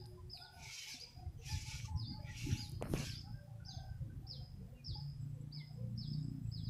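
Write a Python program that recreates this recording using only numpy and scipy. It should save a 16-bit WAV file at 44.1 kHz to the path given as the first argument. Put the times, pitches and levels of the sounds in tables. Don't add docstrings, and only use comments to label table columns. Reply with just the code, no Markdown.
import sys
import numpy as np
from scipy import signal
from scipy.fft import rfft, irfft, next_fast_len
from scipy.io import wavfile
from scipy.ndimage import uniform_filter1d

SR = 44100
rng = np.random.default_rng(int(sys.argv[2]) if len(sys.argv) > 2 else 0)


def wav_out(sig):
    wavfile.write(sys.argv[1], SR, np.round(np.clip(np.atleast_2d(sig).T, -1, 1) * 32767).astype(np.int16))


def how_loud(loudness_db):
    steps = np.asarray(loudness_db, float) / 20
    return 10 ** steps


N = 295029
LEAD = 8192

# frequency in Hz, density in dB per Hz.
AIR_SPECTRUM = [(180, -52), (300, -11.5), (360, -9), (590, -12), (708, -10.5), (1030, -16.5), (1900, -19),
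                (2970, -22), (4960, -24), (5940, -24.5), (12100, -26), (15500, -21.5)]
# frequency in Hz, t60 in seconds.
NEAR_T60 = [(500, .35), (3300, .29), (4200, .32), (5000, .33), (7000, .3)]
# frequency in Hz, level in dB.
TREE_LINE_BAND = [(3500, -40), (4700, -20), (4950, 0), (5150, -1), (5450, -20), (7000, -34)]

# time in seconds, pitch in Hz, level in dB.
ROAD_WHINE = [
    (0.0, 363, -61),
    (0.253, 360.6, -64),
    (0.672, 396.6, -73.5),
    (0.92, 386, -81),
]
# start in seconds, length in seconds, level in dB.
INSECT_PHRASES = [(4.87, .06, -83), (4.99, .06, -92), (5.153, 0.26, -88.5), (5.405, 0.034, -82),
                  (5.53, 0.12, -93), (5.698, .06, -83), (5.88, .08, -94.5), (6.034, 0.17, -85),
                  (6.207, .14, -79.5), (6.424, 0.12, -81), (6.557, .11, -85)]
# start in seconds, swell in seconds, level in dB.
INSECT_BED = (4.9, 0.34, -91.5)

# time in seconds, firing rate in Hz.
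FIRING_RATE = [(0, 28.5), (1.4, 27), (2, 29), (3, 29.5), (3.5, 28.5), (3.9, 27), (4.8, 27), (5.07, 28.5),
               (5.36, 28.6), (5.45, 29.5), (6.07, 29.6), (6.32, 30.3), (6.43, 28.8), (6.69, 25.9)]
# time in seconds, level in dB,
# order favoured by direct sound plus ground echo.
ENGINE_PATH = [(0.0, -63, 4.0), (.8, -76.5, 4.8), (1.2, -60.5, 4.4), (1.51, -61, 4.45), (2.38, -50, 4.55),
               (2.55, -50.5, 4.25), (2.91, -47.5, 4.75), (3.58, -55, 4.3), (3.9, -48.5, 4.65),
               (4.3, -55, 4.65), (4.78, -58.5, 4.9), (4.95, -49, 5.0), (5.27, -43.5, 5.05),
               (5.66, -52, 5.0), (5.85, -46, 4.2), (6.12, -39.5, 4.9), (6.3, -46, 5.7), (6.47, -39, 4.3),
               (6.69, -46, 4.4)]
# order number, level in dB against its leader.
EXHAUST_ORDERS = [(2, -10.5), (3, -14.5), (7, 1.5), (8, -3.5), (9, -1.5), (10, -4), (11, -21.5),
                  (12, -15.5)]
# time in seconds, rise in seconds, fall in seconds, level in dB.
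LOAD_BARKS = [
    (2.55, 0.11, 0.089, -58.5),
    (2.91, 0.056, 0.31, -65),
    (6.12, 0.044, 0.069, -60),
    (6.32, 0.13, 0.081, -57),
    (5.42, 0.069, 0.17, -69),
    (6.69, 0.08, .1, -58),
]

# start in seconds, length in seconds, pitch in Hz, level in dB.
FOWL_NOTES = [(0, 0.064, 817, -70), (.33, 0.13, 731, -64.5), (.52, 0.13, 728, -67), (.385, 0.16, 861, -71),
              (.56, 0.13, 918, -69.5), (.17, 0.029, 968, -72), (.74, 0.038, 1000, -80),
              (.86, 0.049, 879, -69.5), (.934, 0.089, 742, -76), (1.046, 0.064, 928, -76.5),
              (1.15, 0.1, 733, -66), (1.39, .063, 747, -70.5), (1.47, 0.067, 853, -64),
              (1.64, 0.095, 879, -72), (1.87, 0.073, 855.4, -64.5), (1.92, 0.11, 1046, -75.5),
              (2.05, 0.31, 845, -72), (2.4, 0.31, 834, -73.5), (3.23, 0.086, 793, -68),
              (3.46, 0.1, 789, -73), (3.6, 0.34, 773, -66), (3.75, 0.16, 655, -69),
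              (4.22, 0.052, 756, -70.5), (4.4, 0.064, 753, -73.5), (4.67, 0.051, 738, -74.5),
              (4.95, 0.031, 884, -67), (5.553, 0.078, 940, -79), (5.69, 0.044, 738, -73)]
# start in seconds, length in seconds, pitch in Hz, level in dB.
DOVE_NOTES = [(.1, 0.076, 607, -80), (1.0, 0.062, 480, -73), (1.7, 0.12, 517, -74),
              (1.38, 0.045, 443, -73.5), (2.18, 0.081, 604, -68), (3.3, 0.33, 565.4, -73.5),
              (4.0, 0.074, 520, -74), (4.28, 0.19, 521, -73), (4.571, 0.059, 435, -68.5),
              (4.59, 0.21, 514, -73), (4.9, 0.065, 509, -76), (5.33, 0.11, 520, -71.5),
              (5.75, 0.11, 505, -66.5)]
# start in seconds, length in seconds, pitch in Hz, level in dB.
CROW_NOTES = [(.36, 0.28, 1456, -70.5), (.68, 0.082, 1424, -73.5), (.88, 0.056, 1614, -68),
              (1.47, 0.115, 1738, -70.5), (1.68, 0.099, 1478, -73), (2.11, 0.042, 1520, -84),
              (2.18, 0.037, 1600, -75), (.02, 0.042, 1620, -82), (.58, 0.17, 1450, -81),
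              (.76, .04, 1800, -87), (1.245, 0.03, 2080, -81), (2.16, 0.03, 1200, -81),
              (2.261, 0.044, 1323, -73), (3.0, 0.16, 1584, -71), (3.08, 0.14, 1350, -80.5),
              (3.23, 0.22, 1566, -78), (3.269, 0.036, 1363, -79), (3.595, 0.046, 1407, -69),
              (3.6, 0.41, 1537, -78), (4.09, 0.055, 1520, -78.5)]
# start in seconds, length in seconds, pitch in Hz, level in dB.
SMALL_BIRD_NOTES = [
    (1.845, 0.025, 1210, -68),
    (2.1, 0.05, 2100, -77.5),
    (1.19, .02, 2400, -82),
    (4.742, 0.067, 2800, -77.5),
    (4.77, 0.049, 2450, -73),
    (5.55, 0.13, 2120, -68),
    (6.459, .014, 2640, -73.5),
    (6.195, 0.03, 6750, -83),
]

# frequency in Hz, density in dB per Hz.
RUMBLE_SPECTRUM = [(12, -30.5), (30, 4.5), (70, 3.5), (130, 5.5), (200, -18), (400, -38)]
# frequency in Hz, density in dB per Hz.
FLUTTER_SPECTRUM = [(120, -27), (200, 11.5), (330, 5.5), (500, -32), (1100, -27), (2500, -42)]
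# time in seconds, reach in seconds,
# rumble in dB, flutter in dB against it.
GUSTS = [(.18, 0.19, -54, -16), (.61, 0.1, -60.5, -17), (1.3, 0.24, -53.5, -9), (1.541, 0.1, -46, -13.5),
         (1.92, 0.32, -49, -11), (2.118, 0.12, -55, -2), (2.29, 0.15, -47, -12.5),
         (2.532, 0.12, -44.5, -3.5), (2.96, 0.26, -44.5, -6), (3.35, 0.043, -50, -40),
         (3.95, 0.32, -48.5, -20), (4.169, 0.11, -60.5, 11.5), (4.418, 0.058, -54.5, 0),
         (4.571, 0.16, -52, -15), (4.922, 0.062, -45.5, -12.5), (5.27, 0.18, -50, -10.5),
         (6.2, 0.47, -57, -2), (6.69, 0.13, -45.5, -26)]
# time in seconds, peak in dB, pitch
# in Hz, reach in seconds.
PUFFS = [
    (1.272, -38, 79.3, 0.017),
    (1.547, -36, 92.8, 0.024),
    (1.93, -37, 85, 0.029),
    (2.028, -38, 110, 0.031),
    (2.511, -37, 113, .012),
    (2.532, -26.5, 108, 0.0092),
    (2.9383, -31, 266, 0.0018),
]

# time in seconds, peak in dB, ring in Hz, t60 in seconds.
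HOUSING_KNOCKS = [
    (2.101, -57, 111, 0.11),
    (2.8135, -39.5, 463, 0.036),
    (2.8243, -24.5, 600, 0.0058),
    (2.9375, -16.5, 285, 0.0092),
    (2.942, -26, 129, 0.032),
    (0.942, -51, 251, 0.1),
    (2.974, -33.5, 148, 0.05),
]
# time in seconds, level in dB.
HAND_SCRAPE = [
    (2.805, -84),
    (2.828, -52.5),
    (2.87, -53.5),
    (2.92, -64.5),
    (2.95, -54),
    (3.04, -58),
    (3.1, -89),
]
# frequency in Hz, density in dB per Hz.
SCRAPE_SPECTRUM = [(200, -2), (400, 9), (1000, -2), (1600, -5), (3000, -16)]

# time in seconds, peak in dB, ring in Hz, length in cycles.
STEM_SNAPS = [(0.056, -46.5, 4700, 2.3), (.0615, -49.5, 9500, 2.3), (.3737, -52, 2700, 3.4),
              (0.78, -44, 4500, 1.4), (1.7995, -43, 2480, 1.2), (1.809, -46, 3100, 1),
              (2.5145, -39, 4960, 1.6), (2.526, -44, 4000, 1.3), (2.7174, -40, 9500, 0.9),
              (2.695, -42, 10700, 2.3), (2.9, -54, 11100, 2), (2.9, -52, 10000, 2), (1, -46, 10500, 2),
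              (2.8232, -37.5, 2222, 0.94), (2.8233, -36, 8333, 1.1), (2.811, -47, 960, 1.6),
              (4.232, -66, 4000, .6), (2.2935, -56, 6400, 2.6), (2.9355, -29.5, 3500, 0.34),
              (2.976, -38, 5600, 2.5), (3.097, -41.5, 2720, 2.5)]
# time in seconds, rise in seconds, fall in seconds, level in dB.
SPLASHES = [
    (2.97, 0.024, 0.14, -53),
    (3.093, 0.07, 0.1, -65.5),
    (1.5, 0.032, 0.13, -66),
    (1.86, 0.052, 0.028, -69.5),
    (2.52, 0.018, 0.081, -55.5),
    (0.72, 0.037, .08, -78),
]
# frequency in Hz, density in dB per Hz.
SPRAY_SPECTRUM = [(1000, -24), (1600, -1.5), (2200, -2), (3500, 0), (4600, -16), (6000, -28)]
# time in seconds, rise in seconds, fall in seconds, # band centre in Hz, level in dB.
BLADE_DRAGS = [(1.432, 0.016, .045, 2700, -67.5), (1.395, 0.017, .04, 3150, -79),
               (2.6, .05, 0.057, 6650, -61.5), (2.6, 0.023, 0.047, 2900, -71),
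               (3.12, 0.054, 0.061, 11000, -72), (2.3, 0.027, .05, 1940, -60.5), (7.1, 0.089, .1, 195, -55),
               (6.0, 0.23, 0.24, 213, -54.5), (1.89, 0.11, 0.094, 8100, -77),
               (1.7, 0.045, 0.037, 10150, -70), (2.28, 0.043, 0.037, 2300, -63.5),
               (2.31, 0.031, .04, 6100, -76), (0.666, .008, 0.078, 2220, -56),
               (0.62, 0.027, .05, 2420, -63.5), (2.53, 0.025, 0.026, 5800, -56.5),
               (2.75, .06, 0.078, 4500, -72), (1.036, .03, 0.05, 2340, -67),
               (0.37, 0.066, 0.091, 7700, -82), (0.43, 0.073, .1, 8420, -84),
               (1.41, 0.024, 0.044, 6100, -72), (0.38, .008, 0.047, 2480, -71),
               (.34, .03, 0.052, 6300, -84), (2.14, .025, 0.048, 4560, -58), (2.88, 0.08, .05, 4200, -76.5),
               (4.6, 0.087, 0.12, 190, -58.5), (4.8, .1, 0.078, 235, -63), (1.26, 0.1, 0.094, 340, -72),
               (1.73, .06, .06, 1270, -75), (6.19, 0.061, 0.037, 3800, -75), (2.87, 0.034, .05, 5200, -73),
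               (2.95, 0.025, .06, 1130, -63), (2.77, .05, 0.038, 3100, -81)]

# time in seconds, rise in seconds, fall in seconds, stroke in dB,
# wet stems in dB against the stroke.
STRIDES = [(.64, 0.031, 0.22, -68.5, -7), (0.779, 0.14, 0.23, -58, 1), (.92, 0.11, 0.068, -60.5, -2),
           (1.5, 0.046, 0.22, -56, -4.5), (1.73, 0.066, 0.092, -58, 0.5), (1.86, 0.051, 0.038, -65.5, -4),
           (2.29, 0.02, 0.026, -77, 13), (2.409, 0.074, 0.11, -60.5, 4), (2.58, 0.21, 0.12, -64.5, 0.5),
           (3.002, 0.062, 0.14, -57, -3)]
# time in seconds, rise in seconds, fall in seconds, level in dB.
TIP_BRUSHES = [
    (0.064, .01, 0.074, -76),
    (0.376, 0.049, 0.067, -73),
    (0.54, 0.015, 0.1, -74.5),
    (2.53, 0.13, 0.2, -67.5),
    (1.49, 0.029, 0.075, -68),
    (2, .04, 0.05, -83),
    (0.91, .08, 0.045, -68),
    (2.4, 0.042, 0.071, -68),
    (2.92, 0.039, 0.15, -59.5),
    (2.85, 0.025, .05, -70),
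]
# frequency in Hz, density in dB per Hz.
BLADE_SPECTRUM = [(3000, -46), (3900, -1.5), (5800, 4.5), (7300, -3), (8500, -11.5), (10000, -33)]
# frequency in Hz, density in dB per Hz.
STEM_SPECTRUM = [(900, -27.5), (1950, -11), (2250, 5), (3200, -1), (4200, -5), (5500, -37)]
# frequency in Hz, density in dB per Hz.
TIP_SPECTRUM = [(7500, -30), (9000, -3), (11000, 0), (13500, -8), (15000, -22)]

# frequency in Hz, level in dB.
BEAK_RESPONSE = [(3000, -27.5), (3500, -17.5), (4100, -10), (4900, -1.5), (5400, -10.5), (6500, -4)]
# start in seconds, length in seconds, top in Hz, end in Hz, level in dB.
FALLING_PEEPS = [(-.13, 0.06, 5370, 3550, -43.5), (.295, 0.125, 5240, 3530, -50),
                 (0.407, 0.086, 5040, 3340, -53), (0.878, 0.1, 5180, 3505, -49.5),
                 (1.498, 0.071, 5000, 3510, -49), (1.971, 0.097, 5190, 3560, -49),
                 (3.065, 0.11, 5390, 3410, -47), (3.649, .11, 5320, 3390, -48),
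                 (3.719, 0.098, 5170, 3300, -54), (4.267, .125, 5430, 3200, -47),
                 (4.845, 0.11, 5350, 3374, -46), (5.973, 0.11, 5310, 3360, -48.5),
                 (6.514, 0.12, 5193, 3343, -51), (6.629, 0.09, 5060, 3300, -54.5)]
# start in seconds, length in seconds, start in Hz,
# top in Hz, level in dB.
ARCHED_PEEPS = [
    (0.995, 0.06, 4300, 4966, -50),
    (2.044, 0.08, 4000, 4890, -50),
    (3.142, 0.078, 4370, 5243, -50),
    (4.932, .082, 4320, 5213, -51),
    (6.065, 0.079, 4796, 5190, -52),
]
# start in seconds, length in seconds, start in Hz,
# top in Hz, end in Hz, level in dB.
SWOOPING_PEEPS = [
    (2.561, .116, 3600, 5020, 3700, -49.5),
    (5.512, .122, 3700, 5160, 2980, -50.5),
]
# start in seconds, length in seconds, start in Hz, top in Hz,
# end in Hz, level in dB.
WARBLES = [
    (3.642, .14, 5600, 6380, 6150, -63),
]
# start in seconds, level in dB.
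BEAK_TICKS = [
    (1.956, -52.5),
    (4.842, -53),
    (5.96, -67),
]


def evened(x):
    return x / np.sqrt(np.mean(x ** 2) + 1e-20)


def read(points, hz):
    f, value = np.transpose(points)
    return np.interp(np.log(hz + 1), np.log(f + 1), value)


def curves(rows):
    s, *columns = np.transpose(rows)
    return [np.interp(np.arange(N) / SR, s, column) for column in columns]


def add(mix, s, sound):
    part = mix[round(s * SR):][:len(sound)]
    part += sound[:len(part)]


def wander(size, span):
    return evened(uniform_filter1d(uniform_filter1d(rng.standard_normal(size), span), span))


def bumps(rows, lead_s=0.):
    t = np.arange(N) / SR + lead_s
    power = 0
    for s, rise_s, fall_s, db in rows:
        reach_s = np.where(t < s, rise_s + 0.004, fall_s + 0.005)
        power = power + how_loud(2 * db - 20 * (abs(t - s) / reach_s) ** 1.79)
    return np.sqrt(power)


def noise(spectrum, size=512, patchy_db=1.5):
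    frames, hz = 4 * N // size + 5, np.fft.rfftfreq(size, 1 / SR)
    a, b, patches = rng.standard_normal((frames, len(hz), 3)).T
    patches = uniform_filter1d(patches, size=4, axis=0)
    patches = evened(uniform_filter1d(patches, size=18, axis=1))
    closed = [(spectrum[0][0] / 2, -90), *spectrum, (spectrum[-1][0] * 2, -90)]
    db = read(closed, hz)[:, None] + patchy_db * patches
    return evened(signal.istft((a + 1j * b) * how_loud(db), nperseg=size, noverlap=3 * size // 4)[1][:N])


def trees(x):
    line_db, line_s, line_t60_s = -11.5, .15, .55
    taps = np.zeros(SR)
    at = np.arange(100, SR - 20, 20)
    taps[at + rng.integers(0, 20, len(at))] = rng.choice([-1., 1.], len(at))
    hz, t, z = signal.stft(taps, SR, nperseg=256)
    near = how_loud(-60 * t / read(NEAR_T60, hz)[:, None]) + how_loud(-6.5 - 60 * t / .07)
    late_db = line_db + read(TREE_LINE_BAND, hz)[:, None] - 60 * (t - line_s) / line_t60_s
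    late = how_loud(late_db) * np.clip((t - line_s) / 0.12 + 1, 0, 1)
    tail = signal.istft(z * np.hypot(near, late), SR, nperseg=256)[1] / 12
    return signal.fftconvolve(x, tail)[:len(x)]


def air():
    return how_loud(-75.5 + .6) * noise(AIR_SPECTRUM, size=1024, patchy_db=.8)


def road_whine():
    end_s, end_hz, _ = ROAD_WHINE[-1]
    hz, db = curves([*ROAD_WHINE, (end_s + 0.094, end_hz, -120)])
    level = np.sqrt(2) * how_loud(db - 6.5 + 5.9 * wander(N, 1500))
    return level * np.sin(2 * np.pi * np.cumsum(hz) / SR)


def insect():
    start_s, swell_s, bed_db = INSECT_BED
    level = how_loud(bed_db) * np.clip((np.arange(N) / SR - start_s) / swell_s, 0, 1)
    for s, length_s, db in INSECT_PHRASES:
        add(level, s, how_loud(db) * signal.windows.tukey(int(length_s * SR), .5))
    band = noise([(7500, -51), (7700, 20.0), (7850, 5), (7950, 2), (8100, -18)], size=1024)
    return level * how_loud(2.5 * wander(N, 600)) * band


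def engine():
    notch_db, tilt_db_per_order, idle_bark_db = 10, -4, -36
    (hz,), (level_db, favoured) = curves(FIRING_RATE), curves(ENGINE_PATH)
    turn = 2 * np.pi * np.cumsum(hz * (1 + 0.003 * wander(N, 2500))) / SR
    lead = {}
    for k in (4, 5, 6):
        notch = notch_db * np.sin(np.pi / 2 * (k - favoured)) ** 2
        lead[k] = how_loud(level_db + tilt_db_per_order * (k - 4) - notch)
    bark = bumps(LOAD_BARKS) + how_loud(level_db + idle_bark_db)
    orders = list(lead.items())
    orders += [(k, how_loud(db) * (lead[4] if k < 4 else bark)) for k, db in EXHAUST_ORDERS]
    out = np.zeros(N)
    for k, gain in orders:
        out += np.sqrt(2) * gain * how_loud(3.2 * wander(N, 2500)) * np.cos(k * turn + 0.32 * k)
    return out


def hoarse_notes(notes, slide_octaves_per_s, octave_db):
    out = np.zeros(N)
    for s, length_s, hz, db in notes:
        n = int(length_s * SR)
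        slide = slide_octaves_per_s * length_s * np.linspace(-.5, .5, n)
        waver = .034 * wander(3 * LEAD, 1500)[:n]
        turn = 2 * np.pi * np.cumsum(hz * 2 ** (slide + waver)) / SR
        blur = [1 + 1.1 * (wander(3 * LEAD, 500) + 1j * wander(3 * LEAD, 500))[:n] for _ in range(2)]
        tone = blur[0] * np.exp(1j * turn) + how_loud(octave_db) * blur[1] * np.exp(2j * turn)
        add(out, s, how_loud(db) * signal.windows.tukey(n, .5) * tone.imag)
    return out


def far_calls():
    large = hoarse_notes(FOWL_NOTES, -0.004, -28.5)
    large += hoarse_notes(DOVE_NOTES, -0.0083, -26.5)
    large += hoarse_notes(CROW_NOTES, -0.041, -40)
    small = hoarse_notes(SMALL_BIRD_NOTES, -1.73, -30)
    return large + small + how_loud(2.5) * trees(large + how_loud(-6) * small)


def wind():
    calm_db, calm_flutter_db = -74.5, -78
    low = how_loud(calm_db) + bumps([(s, reach, reach, db) for s, reach, db, _ in GUSTS])
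    high = how_loud(calm_flutter_db) + bumps([(s, reach, reach, db + up_db) for s, reach, db, up_db in GUSTS])
    rumble = noise(RUMBLE_SPECTRUM, size=2048, patchy_db=1.0) * how_loud(3.5 * wander(N, 900))
    flutter = noise(FLUTTER_SPECTRUM, size=1024, patchy_db=5.5) * how_loud(2 * wander(N, 500))
    return low * rumble + how_loud(-5) * high * flutter


def puffs():
    t = np.arange(N) / SR
    out = np.zeros(N)
    for s, db, hz, reach_s in PUFFS:
        out += how_loud(db) * np.exp(-((t - s) / reach_s) ** 2) * np.sin(2 * np.pi * hz * (t - s))
    return out


def knocks():
    out, t = np.zeros(N), np.arange(16000) / SR
    for s, db, hz, t60_s in HOUSING_KNOCKS:
        fade = how_loud(db - 60 * t / np.clip(t60_s, .01, .18)) * np.tanh(t * hz * 12)
        add(out, s, -fade * np.sin(2 * np.pi * hz * t))
    db, = curves([(0, -130), *HAND_SCRAPE, (HAND_SCRAPE[-1][0] + .02, -130)])
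    return out + how_loud(db + 2.7 * wander(N, 120)) * noise(SCRAPE_SPECTRUM, size=256)


def snaps():
    out, t = np.zeros(N), np.arange(-60, 200) / SR
    for s, db, hz, cycles in STEM_SNAPS:
        width_s = np.where(t < 0, .4, 1) * np.clip(cycles, .2, 3) / hz
        add(out, s, how_loud(db) * np.exp(-(t / width_s) ** 2) * np.sin(2 * np.pi * hz * t))
    return out + how_loud(-14) * trees(out)


def splashes():
    return bumps(SPLASHES) * noise(SPRAY_SPECTRUM, size=512, patchy_db=7)


def blade_drags():
    size = next_fast_len(N)
    hiss, hz = rfft(rng.standard_normal(size)), np.fft.rfftfreq(size, 1 / SR)
    out = np.zeros(N)
    for s, rise_s, fall_s, centre_hz, db in BLADE_DRAGS:
        width = .06
        band = irfft(hiss * np.exp(-((hz / centre_hz - 1) / width) ** 2), size)[:N]
        out += bumps([(s, rise_s, fall_s, db)]) * evened(band)
    return out


def grass():
    catches = how_loud(3 * np.minimum(rng.exponential(1, N), 2.5)) * (rng.random(N) < 120 / SR)
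    prickle = 1 + .15 * uniform_filter1d(catches, 30) * 30
    blades, stems, tips = [noise(part, size=1024, patchy_db=3) * prickle
                           for part in (BLADE_SPECTRUM, STEM_SPECTRUM, TIP_SPECTRUM)]
    strokes = bumps([row[:4] for row in STRIDES]) * how_loud(1.5 * wander(N, 700))
    wet_rows = [(s, rise, fall, db + stems_db) for s, rise, fall, db, stems_db in STRIDES]
    wet = bumps(wet_rows, lead_s=0.0067)
    brush = np.hypot(how_loud(-11) * strokes, bumps(TIP_BRUSHES))
    return how_loud(4) * strokes * blades + how_loud(2.5) * wet * stems + brush * tips


def peep(length_s, start_hz, top_hz, end_hz, db, rise, bend, hold=0):
    u = np.linspace(0, 1, max(int(length_s * SR), 9))
    up = np.sin(np.pi / 2 * np.clip(u / rise, 0, 1))
    down = np.sin(np.pi / 2 * np.clip((u - rise) / (1 - rise - hold), 0, 1) ** bend) ** 2
    hz = start_hz + (top_hz - start_hz) * up - (top_hz - end_hz) * down
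    beads = 1 + .6 * (wander(LEAD, 130) + 1j * wander(LEAD, 150))[:len(u)]
    swell = np.clip(u / 0.13, 0, 1) ** 0.69 * np.clip((1 - u) / 0.036, 0, 1)
    tone = (beads * np.exp(2j * np.pi * np.cumsum(hz) / SR)).imag
    return how_loud(db + read(BEAK_RESPONSE, hz)) * swell * tone


def chicks():
    out = np.zeros(N + LEAD)
    lead_s = LEAD / SR
    for s, length_s, top_hz, end_hz, db in FALLING_PEEPS:
        add(out, s + lead_s, peep(length_s, 4500, top_hz, end_hz, db, rise=0.1288, bend=0.97, hold=.13))
    for s, length_s, start_hz, top_hz, db in ARCHED_PEEPS:
        add(out, s + lead_s, peep(length_s, start_hz, top_hz, top_hz - 793, db, rise=.62, bend=2.31))
    for s, *row in SWOOPING_PEEPS:
        add(out, s + lead_s, peep(*row, rise=.3, bend=.85))
    for s, db in BEAK_TICKS:
        add(out, s + lead_s, peep(.011, 5480, 5600, 5600, db, rise=0.56, bend=1.9))
    for s, *row in WARBLES:
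        add(out, s + lead_s, peep(*row, rise=.6, bend=1.9))
    return (out + how_loud(2.2) * trees(out))[LEAD:]


def scene():
    mix = air()
    mix = mix + chicks() + far_calls() + engine() + road_whine()
    mix = mix + wind() + grass() + snaps() + knocks()
    mix = mix + insect() + splashes() + blade_drags() + puffs()
    return mix[None]


def thinned(x):
    hz, _, z = signal.stft(x, SR, nperseg=512)
    top = hz > 12800
    specks = uniform_filter1d(abs(z[0, top]) ** 2, size=2, axis=0)
    specks = uniform_filter1d(specks, size=3, axis=1)
    margin = how_loud(2 * 1.2 * wander(z.shape[2], 9))
    kept = z * 1
    kept[0, top] *= specks > margin * np.median(specks, axis=1, keepdims=True)
    return signal.istft(kept, SR, nperseg=512)[1][:, :N]


def top_cut(x):
    return signal.sosfilt(signal.butter(12, 15720, fs=SR, output="sos"), x)


def record(dry):
    top_edge = signal.cheby2(12, 50, 16300, fs=SR, output="sos")
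    bass_cut = signal.butter(1, 22, "high", fs=SR, output="sos")
    edged = signal.sosfiltfilt(top_edge, thinned(dry))
    mix = signal.sosfilt(bass_cut, edged)
    return top_cut(mix)


dry = scene()
out = record(dry)
wav_out(out)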